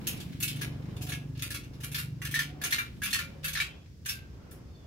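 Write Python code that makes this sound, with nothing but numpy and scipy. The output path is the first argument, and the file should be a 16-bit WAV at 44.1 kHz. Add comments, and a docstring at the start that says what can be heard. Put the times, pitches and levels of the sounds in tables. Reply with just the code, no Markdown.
"""A steel tool and loose spokes clink and knock on a motorcycle wheel being laced in a doorway.
Each contact cracks and rings the rim and the whole web of spokes; single spokes sing on, beating,
and the loose ones tremble in their holes. Down the street a single-cylinder engine throbs, one
boom and puff per firing, and fades away. Behind it lie rumble, traffic and a thin hiss;
far off, birds hoot and whistle."""
import sys
import numpy as np
from scipy import signal
from scipy.fft import rfft, irfft, next_fast_len
from scipy.io import wavfile
from scipy.ndimage import map_coordinates

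SR = 44100
rng = np.random.default_rng(int(sys.argv[2]) if len(sys.argv) > 2 else 0)


def dump_mix(stems):
    """Bounce the given channels to the path in sys.argv[1] as a 16-bit WAV at rate SR."""
    frames = np.atleast_2d(stems).T  # one column per channel
    limited = np.clip(frames, -1, 1)  # hard clip at full scale
    pcm = np.round(limited * 32767).astype(np.int16)
    wavfile.write(sys.argv[1], SR, pcm)


N = 214612
TOP_HZ = 15750  # top of the mix

# Light contacts that each ring a spoke: loose spokes clinking together, and the tool touching, seating on a
# nipple or rebounding: t/s, level/dB, rim clank/dB, brightness/dB, spoke note f/Hz, note level/dB
CLINKS = [(0.07, -34, -9, 13, 6196, -44), (0.2019, -46, -12, 6, 3084, -68),
          (.403, -44.5, -5.5, 16, 2770, -58), (.425, -33.5, -10.5, 14.5, 7350, -37),
          (0.477, -35, -13.5, 6, 3084, -45), (0.5593, -51, -2, 10, 3084, -58),
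          (.612, -38, 1.5, 7, 1650, -50.5), (1.019, -46.5, -15, 11, 2310, -70),
          (1.09, -43.5, -3.5, 11, 1674, -45), (1.421, -37.5, -3, 10, 2150, -51),
          (1.505, -39.5, -3, 9.5, 4306, -56), (1.543, -39, -0.5, 7.5, 2200, -50),
          (1.834, -43, 0.5, 12.5, 2770, -48), (1.984, -39, 1.5, 11, 2760, -45),
          (2.2482, -40.5, 1, 9, 1790, -48), (2.6369, -35, -0.5, 10, 2353, -42),
          (2.648, -39.5, -0.5, 9, 2350, -39), (3.033, -36.5, -3, 13, 2340, -38),
          (3.058, -38, 1, 4, 2494, -42), (3.188, -37, 5, 4.5, 2354, -39),
          (3.4424, -37, 3.5, 10.5, 2656, -38), (3.479, -37.5, -3, 9, 2304, -42),
          (4.059, -38.5, -5, 10, 1570, -40), (4.0895, -35.5, -6.5, 9, 5500, -32.5),
          (4.5112, -60, 1, 17.5, 5431, -62)]
# Tool on rim: the six columns of CLINKS, then short clank f/Hz, short clank level/dB
KNOCKS = [(1.1202, -39, -4.5, 5, 2180, -38.5, 1740, -25), (1.9451, -33.5, -5, 4.5, 3493, -46, 1840, -39),
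          (2.2175, -46, 7, 9.5, 2790, -42, 1990, -28.5), (2.341, -33.5, -4, 5.5, 1763, -29, 1880, -17),
          (2.358, -36.5, 4, -1, 1827, -29.5, 1800, -25), (2.3904, -32, 1, 4.5, 1763, -31, 1820, -15.5),
          (2.6151, -42.5, 2, 9, 1671, -50, 1680, -28), (2.7232, -29, -3.5, 4, 1827, -25.5, 1910, -20.5),
          (2.7828, -37, 5.5, 6.5, 2353, -27.5, 1890, -25), (3.0186, -43.5, 7.5, 9, 1671, -33.5, 1680, -34),
          (3.1294, -30.5, -4, 7, 4312, -28.5, 1820, -20), (3.148, -39.5, 7, 5, 1827, -31.5, 1800, -23),
          (3.552, -33.5, -0.5, -2, 1794, -33.5, 1890, -22.5), (3.572, -37, 5, 0, 3720, -38, 1600, -27),
          (3.6008, -32, -1, 2, 2304, -27.5, 1774, -16), (3.6112, -45, 8, -3, 1836, -40, 2490, -24)]
# The tool grazes a spoke or slips: t/s, level/dB, brightness/dB
TICKS = [(0.167, -52.5, 5.5), (.322, -57, -2), (.59, -51, 0), (0.964, -53, 5), (1.010, -50, 5),
         (1.066, -46, 6), (1.350, -57.5, -11), (1.372, -54.5, 4), (1.392, -47.5, 1), (1.634, -55.5, 3),
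         (1.732, -58.5, 2), (1.8037, -51, 5.5), (1.826, -57, 13), (1.9156, -46.5, 12), (2.311, -41, 8.5),
         (2.706, -38, 12), (3.105, -40.5, 10), (3.431, -49, -2), (3.531, -39.5, 10.5), (4.05, -51.5, 6)]


def contacts(clink_crack_db=-9.5, knock_crack_db=-7.5, tick_crack_db=-10.5, tick_clank_db=-6):
    """Cue list of every steel-on-steel hit: t/s, level/dB, rim clank/dB, brightness/dB, crack/dB."""
    clinks = [(*row[:4], clink_crack_db) for row in CLINKS]
    knocks = [(*row[:4], knock_crack_db) for row in KNOCKS]
    ticks = [(s, db, tick_clank_db, bright_db, tick_crack_db) for s, db, bright_db in TICKS]
    return clinks + knocks + ticks


# The wheel's clearest modes: f/Hz, relative level/dB, t60/s
RIM_MODES = [(1131, -8, 0.25), (1404, -1.5, 0.28), (1668, 8.5, 0.13), (1755, 12.5, 0.059),
             (1822, -2, 0.079), (2260, 0, 0.11), (2305, -10, 0.35), (2460, -16, 0.5), (2675, -4, 0.32),
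             (2778, -1.5, 0.18), (3490, 6, 0.087), (3660, -2, 0.18), (3850, -9, 0.17), (4290, 2.5, 0.098),
             (4560, -3.5, 0.12), (5320, -2.5, 0.088), (6200, 1, 0.088)]
# Tone of the crowd of weaker spoke modes: f/Hz, relative level/dB
WEB_TONE = [(300, -62), (750, -10), (1150, 0.5), (1400, 5.5), (1780, 5), (2050, 5.5), (2450, 7),
            (3600, 3.5), (5000, 0), (6300, -2), (8400, -9), (10800, -4), (13000, -6.5), (15500, -11)]
# Ring time of the web of spokes: f/Hz, t60/s
WEB_DECAY = [(800, 0.22), (2500, 0.28), (5500, 0.22), (14700, 0.18)]


def wheel(rim_db=-8, jingle_db=-1.2, wash_db=-0.5, crack_db=7, crack_t60=0.026, rise_s=0.0033):
    """Every contact cracks, then rings the rim and 200 spoke modes; the doorway blurs them to a wash."""
    out, t = np.zeros((2, N)), np.arange(SR * 2 // 5) / SR
    rims = struck_modes(*np.transpose(RIM_MODES), t, scatter_db=3)
    web_hz = np.linspace(1300, TOP_HZ, 200) + 15 * rng.standard_normal(200)
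    web_db = along(WEB_TONE, web_hz)
    web_db -= 10 * np.log10(np.sum(amp(web_db) ** 2) / 2)  # to unit power
    jingles = struck_modes(web_hz, web_db, along(WEB_DECAY, web_hz), t, scatter_db=5.5)
    groups_hz = np.arange(2500, TOP_HZ, 280)
    for (s, db, clank_db, bright_db, hard_db), rim, jingle in zip(contacts(), rims, jingles):
        ring = amp(rim_db) * rim + amp(jingle_db) * jingle + amp(wash_db) * wash(len(t))
        ring *= 1 - np.exp(-t / rise_s)  # the blow takes a moment to spread through the web
        chatter = unit(amp(4 * wobble(470, len(t))))  # steel bounces several times within one contact
        crack = amp(crack_db + hard_db - 60 * t / crack_t60) * chatter * steel_noise(len(t))
        # a blow on the rim clanks low; a glancing touch on a spoke is bright
        tilt = [(700, 0), (1150, clank_db), (1850, clank_db), (2500, 1.5), (5000, 1.5),
                (9000, bright_db)]
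        # each point of contact favours its own groups of high modes
        groups_db = 2.5 * rng.standard_normal(len(groups_hz))
        colour = lambda hz: amp(along(tilt, hz) + np.interp(hz, groups_hz, groups_db, left=0))
        add(out, s, amp(db) * filtered(ring + crack, colour))
    return out


def struck_modes(hz, db, t60, t, scatter_db):
    """One stereo ring per contact: the same damped modes, struck at new strengths and phases."""
    modes = np.exp(2j * np.pi * hz[:, None] * t) * amp(db[:, None] - 60 * t / t60[:, None])
    hits = len(contacts())
    size = (hits, 2, len(hz))
    hit_db = scatter_db * rng.standard_normal((hits, 1, len(hz)))
    ear_db = 2 * rng.standard_normal(size)
    strength = unit(amp(hit_db + ear_db)) * np.exp(2j * np.pi * rng.random(size))
    return (strength.reshape(-1, len(hz)) @ modes).real.reshape(hits, 2, -1)


def steel_noise(size):
    """Stereo noise in the tone of the spokes."""
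    return unit(filtered(rng.standard_normal((2, size)), lambda hz: amp(along(WEB_TONE, hz))))


def wash(size, grit_db=3):
    """The blurred tail of a hit: gritty noise in which each frequency dies at its own speed."""
    grit = unit(steel_noise(size) * amp(grit_db * wobble(413, size)))
    hz, t, spectrum = signal.stft(grit, SR, nperseg=256)
    decay = amp(-60 * t / along(WEB_DECAY, hz)[:, None])
    return signal.istft(spectrum * decay, SR, nperseg=256)[1][:, :size]


def clanks(t60=0.018, rise_s=0.0011, wall_lag_s=0.0178, wall_db=-6.5):
    """Each knock sends a short, hollow clank from the rim, and a wall slaps it back."""
    out, t = np.zeros((2, N)), np.arange(SR // 12) / SR
    envelope = amp(-60 * t / t60) * (1 - np.exp(-t / rise_s))
    for s, *_, hz, db in KNOCKS:
        direct, echo = amp(db) * envelope * np.sin(2 * np.pi * (hz * t + rng.random((2, 1))))
        add(out, s, direct)
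        add(out, s + wall_lag_s, amp(wall_db) * echo)
    return out


# Spokes left free to ring on: t/s, f/Hz, level/dB, t60/s
FREE_SPOKES = [(.478, 3100, -52, 0.63), (.612, 2460, -46, 0.32), (.612, 2988, -50, 0.38),
               (2.7234, 2360, -38, .25), (2.7828, 2353, -35, 0.23), (2.7828, 1378, -32, .2),
               (3.188, 2353, -42, 0.18), (3.6005, 2490, -36, 0.22), (3.6005, 2692, -53.5, 0.66),
               (3.6005, 3100, -44, .42), (3.6005, 3343, -51, 0.64), (3.6005, 3850, -33, 0.15),
               (4.0905, 1510, -51.5, .65), (4.0905, 3050, -61, 0.44)]


def spoke_notes(loose_t60_cycles=820, knocked_t60=0.18, split_hz=9, rise_s=0.001):
    """Each clink and knock rings a spoke, which swings in planes of slightly unequal pitch and beats."""
    out, t = np.zeros((2, N)), np.arange(SR // 2) / SR
    loose = [(s, hz, db, loose_t60_cycles / hz) for s, *_, hz, db in CLINKS]
    knocked = [(s, hz, db, knocked_t60) for s, _, _, _, hz, db, _, _ in KNOCKS]
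    for s, hz, db, t60 in loose + knocked + list(FREE_SPOKES):
        detune_hz = split_hz * np.array([[-1], [0], [1]]) * rng.uniform(0.55, 1.5, (3, 1))
        planes = np.exp(2j * np.pi * (hz + detune_hz) * t)
        swing = np.array([0.45, 1, 0.45]) * np.exp(2j * np.pi * rng.random((2, 3)))
        envelope = amp(db - 60 * t / t60) * (1 - np.exp(-t / rise_s))
        add(out, s, envelope * (swing @ planes).real)
    return out


def shiver(ticks_per_s=160, t60=0.52):
    """Loose spokes keep trembling in their holes: many tiny ticks, each with a short ring."""
    t = np.arange(SR // 3) / SR
    ticks = (rng.random(N) < ticks_per_s / SR) * rng.standard_normal(N)
    snap = 1 + 2 * np.exp(-t / 0.0063)
    ring = rng.standard_normal((2, len(t))) * amp(-60 * t / t60) * snap
    trembling = signal.fftconvolve(ticks[None], ring, axes=1)[:, :N]
    # f/Hz, relative level/dB
    tone = [(1000, -17), (1600, 4.5), (2400, 3.5), (3100, 3.5), (4500, -1), (8000, -16), (15000, -42)]
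    return unit(filtered(trembling, lambda hz: amp(along(tone, hz)))) * agitation()


def agitation(hand_db=-58, hand_end_s=0.83, hand_fade_s=0.18, send_db=-21, t60=0.78):
    """How hard the loose spokes tremble: steadily under the hand at first, and fading after each hit."""
    t = np.arange(N) / SR
    hand = amp(hand_db) * np.clip(1 - (t - hand_end_s) / hand_fade_s, 0, 1)
    energy = hand ** 2
    fade = amp(send_db - 60 * t[:SR] / t60)
    for s, db, *_ in contacts():
        add(energy, s, (amp(db) * fade) ** 2)
    return np.sqrt(energy)


# Engine speed: t/s, firing rate/Hz
FIRING_RATE = [(0, 26), (.12, 25.5), (.25, 23.6), (.4, 24.25), (2.2, 24.15), (2.7, 24.5), (2.9, 24.3),
               (3.3, 25), (3.8, 26), (4.4, 23), (4.87, 22.6)]
# Exhaust boom, shifting as it moves off between the walls: t/s, level/dB, centre f/Hz, half width/Hz
BOOM = [(0.05, -45.5, 145, 21), (.4, -41, 132, 32), (0.57, -37.5, 136, 16), (.76, -39.5, 137, 32),
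        (1.03, -38, 128, 29), (1.37, -40, 131, 8.8), (1.6, -51, 123, 15), (1.78, -44.5, 123, 13),
        (2.14, -39, 134.6, 26), (2.38, -42, 142, 7.4), (2.66, -51.5, 146, 6.7), (2.86, -50.5, 117, 10),
        (3.2, -58, 135, 17), (3.48, -47.5, 155, 5.8), (3.8, -60, 154, 18), (4.08, -52.5, 138, 38),
        (4.8, -65, 120, 40)]
# Tone of the exhaust's overtones: f/Hz, relative level/dB
OVERTONE_TONE = [(215, -18), (243, 2), (268, 4), (292, 2), (318, -3.5), (345, -7.5), (375, -15.5),
                 (410, -23), (445, -14.5), (500, -19), (600, -31)]
# Fader of those overtones: t/s, level/dB
OVERTONE_FADER = [(0.05, -62), (0.6, -51), (1.4, -52.5), (2.1, -58.5), (2.5, -53), (2.9, -59), (3.67, -71),
                  (4.8, -69)]
# Tone of the exhaust's turbulence: f/Hz, relative level/dB
PUFF_TONE = [(60, -16), (110, 6.5), (170, 1), (230, -13), (330, -12.5), (500, -27), (900, -43.5)]


def engine(puff_db=-13, uneven_db=0.56, start_cycle=0.31):
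    """Every firing of the single cylinder gives a low boom, wavering overtones and a turbulent puff."""
    (firing_hz,), (overtone_db,) = curves(FIRING_RATE), curves(OVERTONE_FADER)
    boom_db, centre_hz, width_hz = curves(BOOM)
    cycles = start_cycle + np.cumsum(firing_hz) / SR
    low, high = np.arange(3, 9), np.arange(9, 23)  # harmonic numbers
    resonance_db = -20 * np.log10(1 + ((low[:, None] * firing_hz - centre_hz) / width_hz) ** 2)
    boom = harmonics(cycles, low, resonance_db, drift_db=2.36, blur_rad=0.66)
    boom *= amp(uneven_db * wobble(24))
    tone_db = along(OVERTONE_TONE, high[:, None] * firing_hz)
    overtones = harmonics(cycles, high, tone_db, drift_db=5.5, blur_rad=0.35)
    puffs = unit(stereo_noise(PUFF_TONE) * (1 + np.cos(2 * np.pi * cycles)))
    return (boom + amp(puff_db) * puffs) * amp(boom_db) + overtones * amp(overtone_db)


def harmonics(cycles, numbers, db, drift_db, blur_rad):
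    """Multiples of the firing rate, summed to rms 1; each drifts in strength and phase."""
    gain = amp(db + drift_db * np.array([wobble(4.43) for _ in numbers]))
    phase = 2 * np.pi * numbers[:, None] * cycles + blur_rad * np.array([wobble(7) for _ in numbers])
    return np.sum(gain * np.cos(phase), axis=0) / np.sqrt(np.sum(gain ** 2, axis=0) / 2)


# Tones of the four street beds: f/Hz, relative level/dB
RUMBLE_TONE = [(15, -35), (30, -32), (48, -6.5), (65, 1), (90, -1), (130, -6.5), (190, -13.5), (240, -15),
               (320, -23.5), (500, -27.5), (1000, -62)]
DRONE_TONE = [(110, -45), (165, -3.5), (190, -5.5), (225, -11), (330, -18.5), (600, -48)]
TRAFFIC_TONE = [(100, -1.5), (250, 2), (350, 1.5), (520, -4), (750, -9), (1100, -11.5), (1800, -16.5),
                (3500, -24), (8000, -61)]
HISS_TONE = [(500, -20), (1500, -2), (3000, -3), (4100, -2.5), (5100, 2), (6000, -1.5), (7000, -5),
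             (9000, -13), (13000, -11.5), (15700, -14)]
# Fader of the low drone: t/s, level/dB
DRONE_FADER = [(0, -44), (.3, -44.5), (.8, -51.5), (1.5, -53.5), (2.7, -63), (2.97, -49.5), (3.3, -51),
               (3.7, -73), (4.87, -71)]
# Fader of the traffic's murmur: t/s, relative level/dB
TRAFFIC_FADER = [(0.1, -59.5), (0.61, -57), (0.71, -57), (2.17, -65), (2.64, -63), (4.2, -67.5), (4.6, -60),
                 (4.8, -62)]


def street(rumble_db=-48, traffic_trim_db=7, hiss_db=-68):
    """Low rumble, a swelling drone, distant traffic and a thin outdoor hiss."""
    (traffic_db,), (drone_db,) = curves(TRAFFIC_FADER), curves(DRONE_FADER)
    rumble = amp(rumble_db + 1.1 * wobble(7.8)) * stereo_noise(RUMBLE_TONE)
    drone = amp(drone_db) * stereo_noise(DRONE_TONE)
    traffic = amp(traffic_db + traffic_trim_db + 3.2 * wobble(6.5)) * stereo_noise(TRAFFIC_TONE)
    return rumble + drone + traffic + amp(hiss_db) * stereo_noise(HISS_TONE)


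# Far hoots and whistles: t/s, length/s, start f/Hz, end f/Hz, relative level/dB, hoarseness/share of f
BIRD_CALLS = [(.97, .24, 735, 720, -61, .02), (1.38, .22, 580, 560, -61, .025),
              (2.46, .26, 740, 725, -62, .022), (3.18, .34, 546, 536, -56.5, .017),
              (4.37, .18, 1420, 1330, -67, .018), (4.68, .19, 3680, 3350, -68, .011),
              (4.67, .14, 4500, 4330, -73, .014)]


def birds(echo_t60=0.37, direct_gain=0.5, echo_gain=0.55):
    """Falling, slightly hoarse calls, heard directly and by way of the walls along the street."""
    calls = np.zeros(N)
    for s, length, start_hz, end_hz, db, hoarse in BIRD_CALLS:
        progress = np.linspace(0, 1, int(length * SR))
        glide_hz = start_hz + (end_hz - start_hz) * progress
        pitch_hz = glide_hz * (1 + hoarse * wobble(110, len(progress)))
        swell = np.sqrt(np.abs(np.sin(np.pi * progress))) * amp(3 * wobble(60, len(progress)))
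        add(calls, s, amp(db) * unit(swell * np.sin(2 * np.pi * np.cumsum(pitch_hz) / SR)))
    t = np.arange(SR // 2) / SR
    walls = rng.standard_normal((2, len(t))) * amp(-60 * t / echo_t60)
    echo = signal.fftconvolve(calls[None], walls / np.linalg.norm(walls[0]), axes=1)[:, :N]
    return direct_gain * calls + echo_gain * echo


# Stereo image of the street beds and puffs: f/Hz, left-right correlation
STEREO_IMAGE = [(60, 1), (130, 0.87), (290, 0.53), (640, 0.44), (1400, 0), (5000, 0)]


def stereo_noise(tone):
    """Noise of rms 1 in the given tone, centred in the bass and wide in the treble."""
    def mid_side(hz):
        angle = np.arccos(np.clip(along(STEREO_IMAGE, hz), -1, 1)) / 2
        return amp(along(tone, hz)) * [np.cos(angle), np.sin(angle)]
    mid, side = filtered(rng.standard_normal((2, N)), mid_side)
    return unit(np.array([mid + side, mid - side]))


def amp(db):
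    """Decibels to gain."""
    return 10 ** (np.asarray(db) / 20)


def unit(x):
    """x scaled to rms 1."""
    return x / np.sqrt(np.mean(x ** 2) + 1e-20)


def along(points, hz):
    """Read (f/Hz, value) points on a log frequency axis."""
    knots_hz, values = np.transpose(points)
    return np.interp(np.log(hz + 1), np.log(knots_hz + 1), values)


def curves(rows):
    """One value per sample for each column after the time."""
    s, *columns = np.transpose(rows)
    return [np.interp(np.arange(N) / SR, s, column) for column in columns]


def wobble(rate, size=N):
    """A smooth random curve, rate knots a second."""
    knots = rng.standard_normal(int(size * rate / SR) + 4)
    return map_coordinates(knots, [np.arange(size) * rate / SR])


def filtered(x, response):
    """x through an EQ whose gain is response(hz)."""
    size = x.shape[-1]
    padded = next_fast_len(size + SR // 10)
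    return irfft(rfft(x, padded) * response(np.fft.rfftfreq(padded, 1 / SR)), padded)[..., :size]


def add(track, s, sound):
    """Mix a sound into the track at s seconds."""
    part = track[..., max(round(s * SR), 0):][..., :sound.shape[-1]]
    part += sound[..., :part.shape[-1]]


def scene():
    """The wheel in front, the street behind."""
    return wheel() + clanks() + spoke_notes() + shiver() + engine() + street() + birds()


def record(dry):
    """A brick-wall high cut on the whole mix."""
    return filtered(dry, lambda hz: hz < TOP_HZ)


dry = scene()
out = record(dry)
dump_mix(out)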